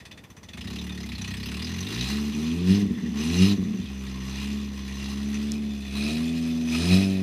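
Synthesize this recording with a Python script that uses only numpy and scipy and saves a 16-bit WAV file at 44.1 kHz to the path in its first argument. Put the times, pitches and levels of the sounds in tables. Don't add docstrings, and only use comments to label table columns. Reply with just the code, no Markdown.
import sys
import numpy as np
from scipy import signal
from scipy.io import wavfile
from scipy.ndimage import uniform_filter1d

SR = 44100
rng = np.random.default_rng(int(sys.argv[2]) if len(sys.argv) > 2 else 0)


def unload_audio(sound):
    columns = np.transpose(np.atleast_2d(sound))
    steps = np.round(np.clip(columns, -1, 1) * 32767)
    wavfile.write(sys.argv[1], SR, steps.astype(np.int16))


N = 318402

# frequency in Hz, relative spectral density in dB.
AIR_SPECTRUM = [(30, -22), (60, 3.5), (200, 1.5), (800, -13), (3500, -26.5), (15600, -37)]
# time in seconds, firings per second.
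FIRING_RATE = [(0.0, 17.0), (0.417, 14.9), (0.704, 36.1), (0.919, 37.4), (1.19, 31.4), (1.4, 32.8),
               (1.809, 46.3), (2.147, 73.3), (2.325, 72.6), (2.6, 87.8), (2.79, 104.0), (2.93, 90.5),
               (3.118, 68.7), (3.506, 103.3), (3.825, 68.0), (4.212, 64.7), (4.525, 70.6), (4.856, 66.7),
               (5.539, 73.0), (5.9, 67.0), (6.229, 82.3), (6.731, 80.0), (6.997, 98.0), (7.22, 93.2)]
# time in seconds, gas hiss level in dB before surges.
THROTTLE = [(0.0, -50), (0.34, -53.5), (0.67, -42.5), (1.08, -44.5), (1.27, -38.5), (1.76, -40),
            (2.09, -34), (2.3, -42), (2.47, -38.5), (2.62, -42), (2.78, -40), (2.88, -48.5), (3.13, -46.5),
            (3.22, -35.5), (3.52, -37.0), (3.57, -48), (4.21, -44), (4.43, -38.5), (4.71, -46.5),
            (5.03, -41), (5.54, -42.5), (5.6, -47), (5.88, -45.5), (6.0, -36), (6.12, -36), (6.28, -43),
            (6.65, -43.5), (6.75, -33.5), (6.97, -36.5), (7.22, -44)]
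SURGE_TIMES = [2.71, 3.42, 6.93]
# start and end in seconds, unevenness from 0 to 1.
LIFTS = [(2.28, 2.33, .7), (2.81, 3.11, .88), (3.54, 3.88, .85)]
UNEVEN_BY_SPEED = [(15, .38), (33, .26), (37, .13), (62, .03)]
# time in seconds, turn from 0 to 1.
TURN = [(0, 0.67), (1.5, 0.25), (2.5, 0.01), (3.5, 0.02), (4, 0), (5, 0.08), (5.7, 0.77), (6.0, 0.98),
        (6.5, 0.99), (6.9, 0.99), (7.22, 0.75)]
# strength in dB, delay in milliseconds.
CYLINDERS = [(-0.5, 0.036), (-0.5, 0.15), (0.45, 0.087), (-1, 0.14)]
# firings per second, relative level in dB.
SWIRL_BY_SPEED = [(67, 3), (85, -5)]
# frequency in Hz, bandwidth in Hz, relative gain in dB.
BOOM_MODES = [(70, 5.6, 10.5), (90.7, 19, 7), (130, 75, -2.5)]
NOTE_MODES = [(183.4, 10.7, -0.055), (214.1, 8.4, -0.89), (241.1, 6.6, -0.75)]
BARK_MODES = [(290.4, 29.8, 2), (332.3, 34.4, -0.5), (369, 27, 0.5), (434, 26.5, -4), (466.5, 22, -7.5)]
GROWL_MODES = [(559, 43, 1.5), (697, 55, 4)]
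# firings per second, then base levels of note, boom and bark in dB.
PIPE_LEVELS = [(15.2, -57.5, -51, -74), (31.2, -38, -37.5, -52.5), (36.3, -36.5, -38.5, -46.5),
               (47, -34, -35.0, -47.5), (55.0, -40, -42, -40.5), (61.5, -33, -33.5, -45.0),
               (67.7, -36, -36.0, -49), (70.65, -28.0, -37.0, -44.5), (76.2, -28, -40.5, -37.5),
               (80.8, -25.5, -41.5, -43), (85.4, -28.0, -34.0, -38.5), (97.5, -24.5, -33.5, -33.5),
               (102, -25.5, -33.5, -32.5)]
# dB per dB of throttle, dB per unit of surge.
PIPE_RESPONSE = [(.12, 11), (0.48, 10.5), (0.31, 4.5)]
# frequency in Hz, relative spectral density in dB.
HISS_SPECTRUM = [(300, -30), (500, -20), (800, -4), (1500, -9), (2500, -1), (4000, -3.5), (6200, -21.5),
                 (7000, -15), (12000, -20.5), (15600, -29)]
# frequency in Hz, nominal bandwidth in Hz, relative gain in dB,
# nominal dB gained per dB of hiss, dB gained at full turn.
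METAL_MODES = [(1079, 213, -2.5, -1.5, -10), (1248, 180, -10.5, 0.5, 0), (1899, 320, -2, -4.8, -3.5),
               (2530, 260, 1.5, 0.26, 4.5), (2762, 190, 2.5, 9.5, -9), (3532, 150, -3.5, -0.5, 1.5),
               (3970, 660, -2.5, 1, 0), (5086, 290, -3, 0.5, 0.5), (6030, 520, -3, 0, -2.5),
               (6940, 550, -13.5, 0, 0.5), (8150, 510, -17.5, 1, 3.5), (8980, 560, -19, 0.5, 5.5),
               (10350, 770, -19, 0.5, 3), (11440, 580, -22, 0, 1), (12700, 800, -27.5, 1, -1)]
# start in seconds, relative peak in dB, ring frequency in Hz.
CLANKS = [(0.109, -33, 2880), (0.488, -31, 3550), (0.5334, -30, 3480), (0.611, -28, 2900),
          (0.646, -37, 2000), (0.6714, -30, 3640), (0.761, -27, 2720), (0.787, -24, 3700),
          (0.8944, -28, 3670), (1.0347, -27, 2080), (1.09, -26, 3840), (1.1162, -24, 2420),
          (1.1525, -26, 4200), (1.2164, -24, 5940), (1.241, -20.5, 2640), (1.3393, -29, 3400),
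          (1.4324, -25, 4500), (1.4583, -26, 2650), (1.485, -27, 2700), (1.5464, -30, 2730),
          (1.6216, -22.5, 4900), (1.644, -21.5, 4960), (1.762, -39, 1880), (1.8046, -22, 6000),
          (1.8262, -29, 3620), (1.8666, -23, 3750)]
# start in seconds, relative level in dB.
TICKS = [(5.5192, -22)]

AIR_DB, MEAN_THROTTLE_DB, HISS_SURGE_DB = -51.5, -42, 7.5
FLYWHEEL_S, LIFT_EDGE_S, JITTER_MS = .1, .05, .04
SURGE_RISE_S, SURGE_TOP_S, SURGE_FALL_S = .035, .03, .085
PUFF_RISE_S, PUFF_FALL_S = .0018, .015
CUTOFF_HZ = 15550


def from_db(db):
    return 10 ** (np.asarray(db) / 20)


def unit_rms(x):
    return x / np.sqrt(np.mean(x ** 2) + 1e-20)


def slow_rms(x):
    return np.sqrt(uniform_filter1d(uniform_filter1d(x ** 2, size=3000), size=3000) + 1e-20)


def in_time(rows):
    return np.interp(np.arange(N) / SR, *np.transpose(rows))


def wander(step_s):
    knots = np.arange(0, N / SR + step_s, step_s)
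    return np.interp(np.arange(N) / SR, knots, rng.standard_normal(len(knots)))


def impulses(at, strengths):
    train = np.zeros(N)
    train[at] = strengths
    return train


def lag(x, seconds):
    r = np.exp(-1 / (seconds * SR))
    return signal.lfilter([1 - r], [1, -r], x + 1e-18)


def resonance(x, hz, width_hz):
    r = np.exp(-np.pi * width_hz / SR)
    feedback = [1, -2 * r * np.cos(2 * np.pi * hz / SR), r * r]
    return signal.lfilter(np.array([1, 0, -1]) * (1 - r * r) / 2, feedback, x + 1e-18)


def bandpass(x, order, low_hz, high_hz):
    return signal.sosfilt(signal.butter(order, [low_hz, high_hz], "band", fs=SR, output="sos"), x)


def noise_bands(spectrum):
    hz, level_db = np.transpose(spectrum)
    edges = 28 * 2 ** np.arange(0, 9.6, .5)
    white = rng.standard_normal((2, N))
    gains = from_db(np.interp(np.log(edges[:-1] * edges[1:]) / 2, np.log(hz), level_db))
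    return [gain * bandpass(white[k % 2], 2, edges[k], edges[k + 1]) for k, gain in enumerate(gains)]


def field_air():
    return from_db(AIR_DB) * unit_rms(sum(noise_bands(AIR_SPECTRUM)))


def crank():
    rate = uniform_filter1d(in_time(FIRING_RATE), size=round(FLYWHEEL_S * SR), mode="nearest")
    cycles = np.cumsum(rate) / SR + .13
    return rate, np.flatnonzero(np.diff(np.floor(cycles), prepend=-1) > 0)


def surges():
    since = np.arange(N) / SR - np.array(SURGE_TIMES)[:, None]
    swell = np.exp(np.minimum(since / SURGE_RISE_S, -since / SURGE_FALL_S)).sum(axis=0)
    return uniform_filter1d(swell, size=round(SURGE_TOP_S * SR))


def firing_pulses(rate, firings):
    t = firings / SR
    uneven = np.interp(rate[firings], *np.transpose(UNEVEN_BY_SPEED))
    for start, end, share in LIFTS:
        shut = np.clip(np.minimum(t - start, end - t) / LIFT_EDGE_S + .5, 0, 1)
        uneven = np.maximum(uneven, share * shut)
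    scatter, jitter = rng.uniform(-np.sqrt(3), np.sqrt(3), (len(firings), 2)).T
    strength_db, late_ms = np.resize(CYLINDERS, (len(firings), 2)).T
    strengths = from_db(strength_db) * (np.sqrt(1 - uneven ** 2) + uneven * scatter)
    delays = np.round((late_ms + JITTER_MS * jitter) * SR / 1000).astype(int)
    return impulses(np.clip(firings + delays, 0, N - 1), strengths)


def exhaust(rate, firings, throttle_db, swell, turn):
    pulses = firing_pulses(rate, firings)
    swirl_db = np.interp(rate, *np.transpose(SWIRL_BY_SPEED))
    swirl = from_db(swirl_db) * rng.standard_normal(N) * slow_rms(impulses(firings, 1))
    rates, *base_levels = np.transpose(PIPE_LEVELS)
    note_db, boom_db, bark_db = [
        np.interp(rate, rates, base_db) + follow * (throttle_db - MEAN_THROTTLE_DB) + surge_db * swell
        for base_db, (follow, surge_db) in zip(base_levels, PIPE_RESPONSE)]
    out = 0
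    for modes, band_hz, level_db, blur in [(BOOM_MODES, (54, 160), boom_db, .02),
                                           (NOTE_MODES, (150, 270), note_db, .03),
                                           (BARK_MODES, (260, 490), bark_db, .55),
                                           (GROWL_MODES, (500, 800), bark_db - 26 + 16 * turn, .5)]:
        drive = pulses + blur * swirl
        ringing = sum((-1) ** k * from_db(db) * resonance(drive, hz, width)
                      for k, (hz, width, db) in enumerate(modes))
        ringing = bandpass(ringing, 3, *band_hz)
        out += from_db(level_db) * ringing / slow_rms(ringing)
    return out


def gas_puffs(firings, strengths):
    return lag(lag(impulses(firings, strengths), PUFF_FALL_S), PUFF_RISE_S)


def metal_rattle(puffs, hiss_db, turn):
    grit = rng.standard_normal(N) * from_db(2.12 * rng.standard_normal(N // 40 + 1)).repeat(40)[:N]
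    out = 0
    for (hz, width, db, by_hiss, by_turn), puff in zip(METAL_MODES, puffs):
        sway_db = 1.5 * wander(step_s=.3)
        drive_db = np.clip(by_hiss, -.4, .5) * (hiss_db + 40)
        width = max(width, hz / 30 + 80)
        ringing = resonance(resonance(grit * puff, hz, width), hz, width)
        out += from_db(db + 3.5 + drive_db + by_turn * turn + sway_db) * ringing
    return out


def hiss_and_rattle(firings, hiss_db, turn):
    bands = noise_bands(HISS_SPECTRUM)[8:]
    *own_draws, shared_draw = rng.standard_normal((len(firings), len(bands) + len(METAL_MODES) + 1)).T
    mean_flow = slow_rms(gas_puffs(firings, .6))
    steady_leak = .12
    puffs = [gas_puffs(firings, from_db(1.75 * shared_draw + 3.32 * own)) / mean_flow + steady_leak
             for own in own_draws]
    hiss = sum(band * puff for band, puff in zip(bands, puffs))
    rattle = metal_rattle(puffs[len(bands):], hiss_db, turn)
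    return from_db(hiss_db) * unit_rms(hiss + rattle)


def clanks():
    out, size = np.zeros(N), 2000
    t = np.arange(size) / SR
    for start_s, db, hz in CLANKS:
        burst = rng.standard_normal(size) * (1 - np.exp(-t / .00045)) * np.exp(-t / .0088)
        ringing = resonance(resonance(burst, hz, width_hz=420), hz, width_hz=420)
        start = round(start_s * SR)
        out[start:start + size] += from_db(db - 7) * ringing / np.abs(ringing).max()
    return out


def dry_tick():
    strikes = impulses([round(s * SR) for s, _ in TICKS], from_db([db for _, db in TICKS]))
    burst = lag(strikes, seconds=.00053) * .00062 * SR * rng.standard_normal(N)
    return from_db(7.5) * resonance(resonance(burst, 5600, 5400), 5400, 5300)


def scene():
    air = field_air()
    rate, firings = crank()
    throttle_db, swell, turn = in_time(THROTTLE), surges(), in_time(TURN)
    pipe = exhaust(rate, firings, throttle_db, swell, turn)
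    gas_and_metal = hiss_and_rattle(firings, throttle_db + HISS_SURGE_DB * swell, turn)
    return (air + pipe + gas_and_metal + clanks() + dry_tick())[None]


def record(dry):
    return signal.sosfilt(signal.ellip(10, .5, 70, CUTOFF_HZ, fs=SR, output="sos"), dry)


dry = scene()
out = record(dry)
unload_audio(out)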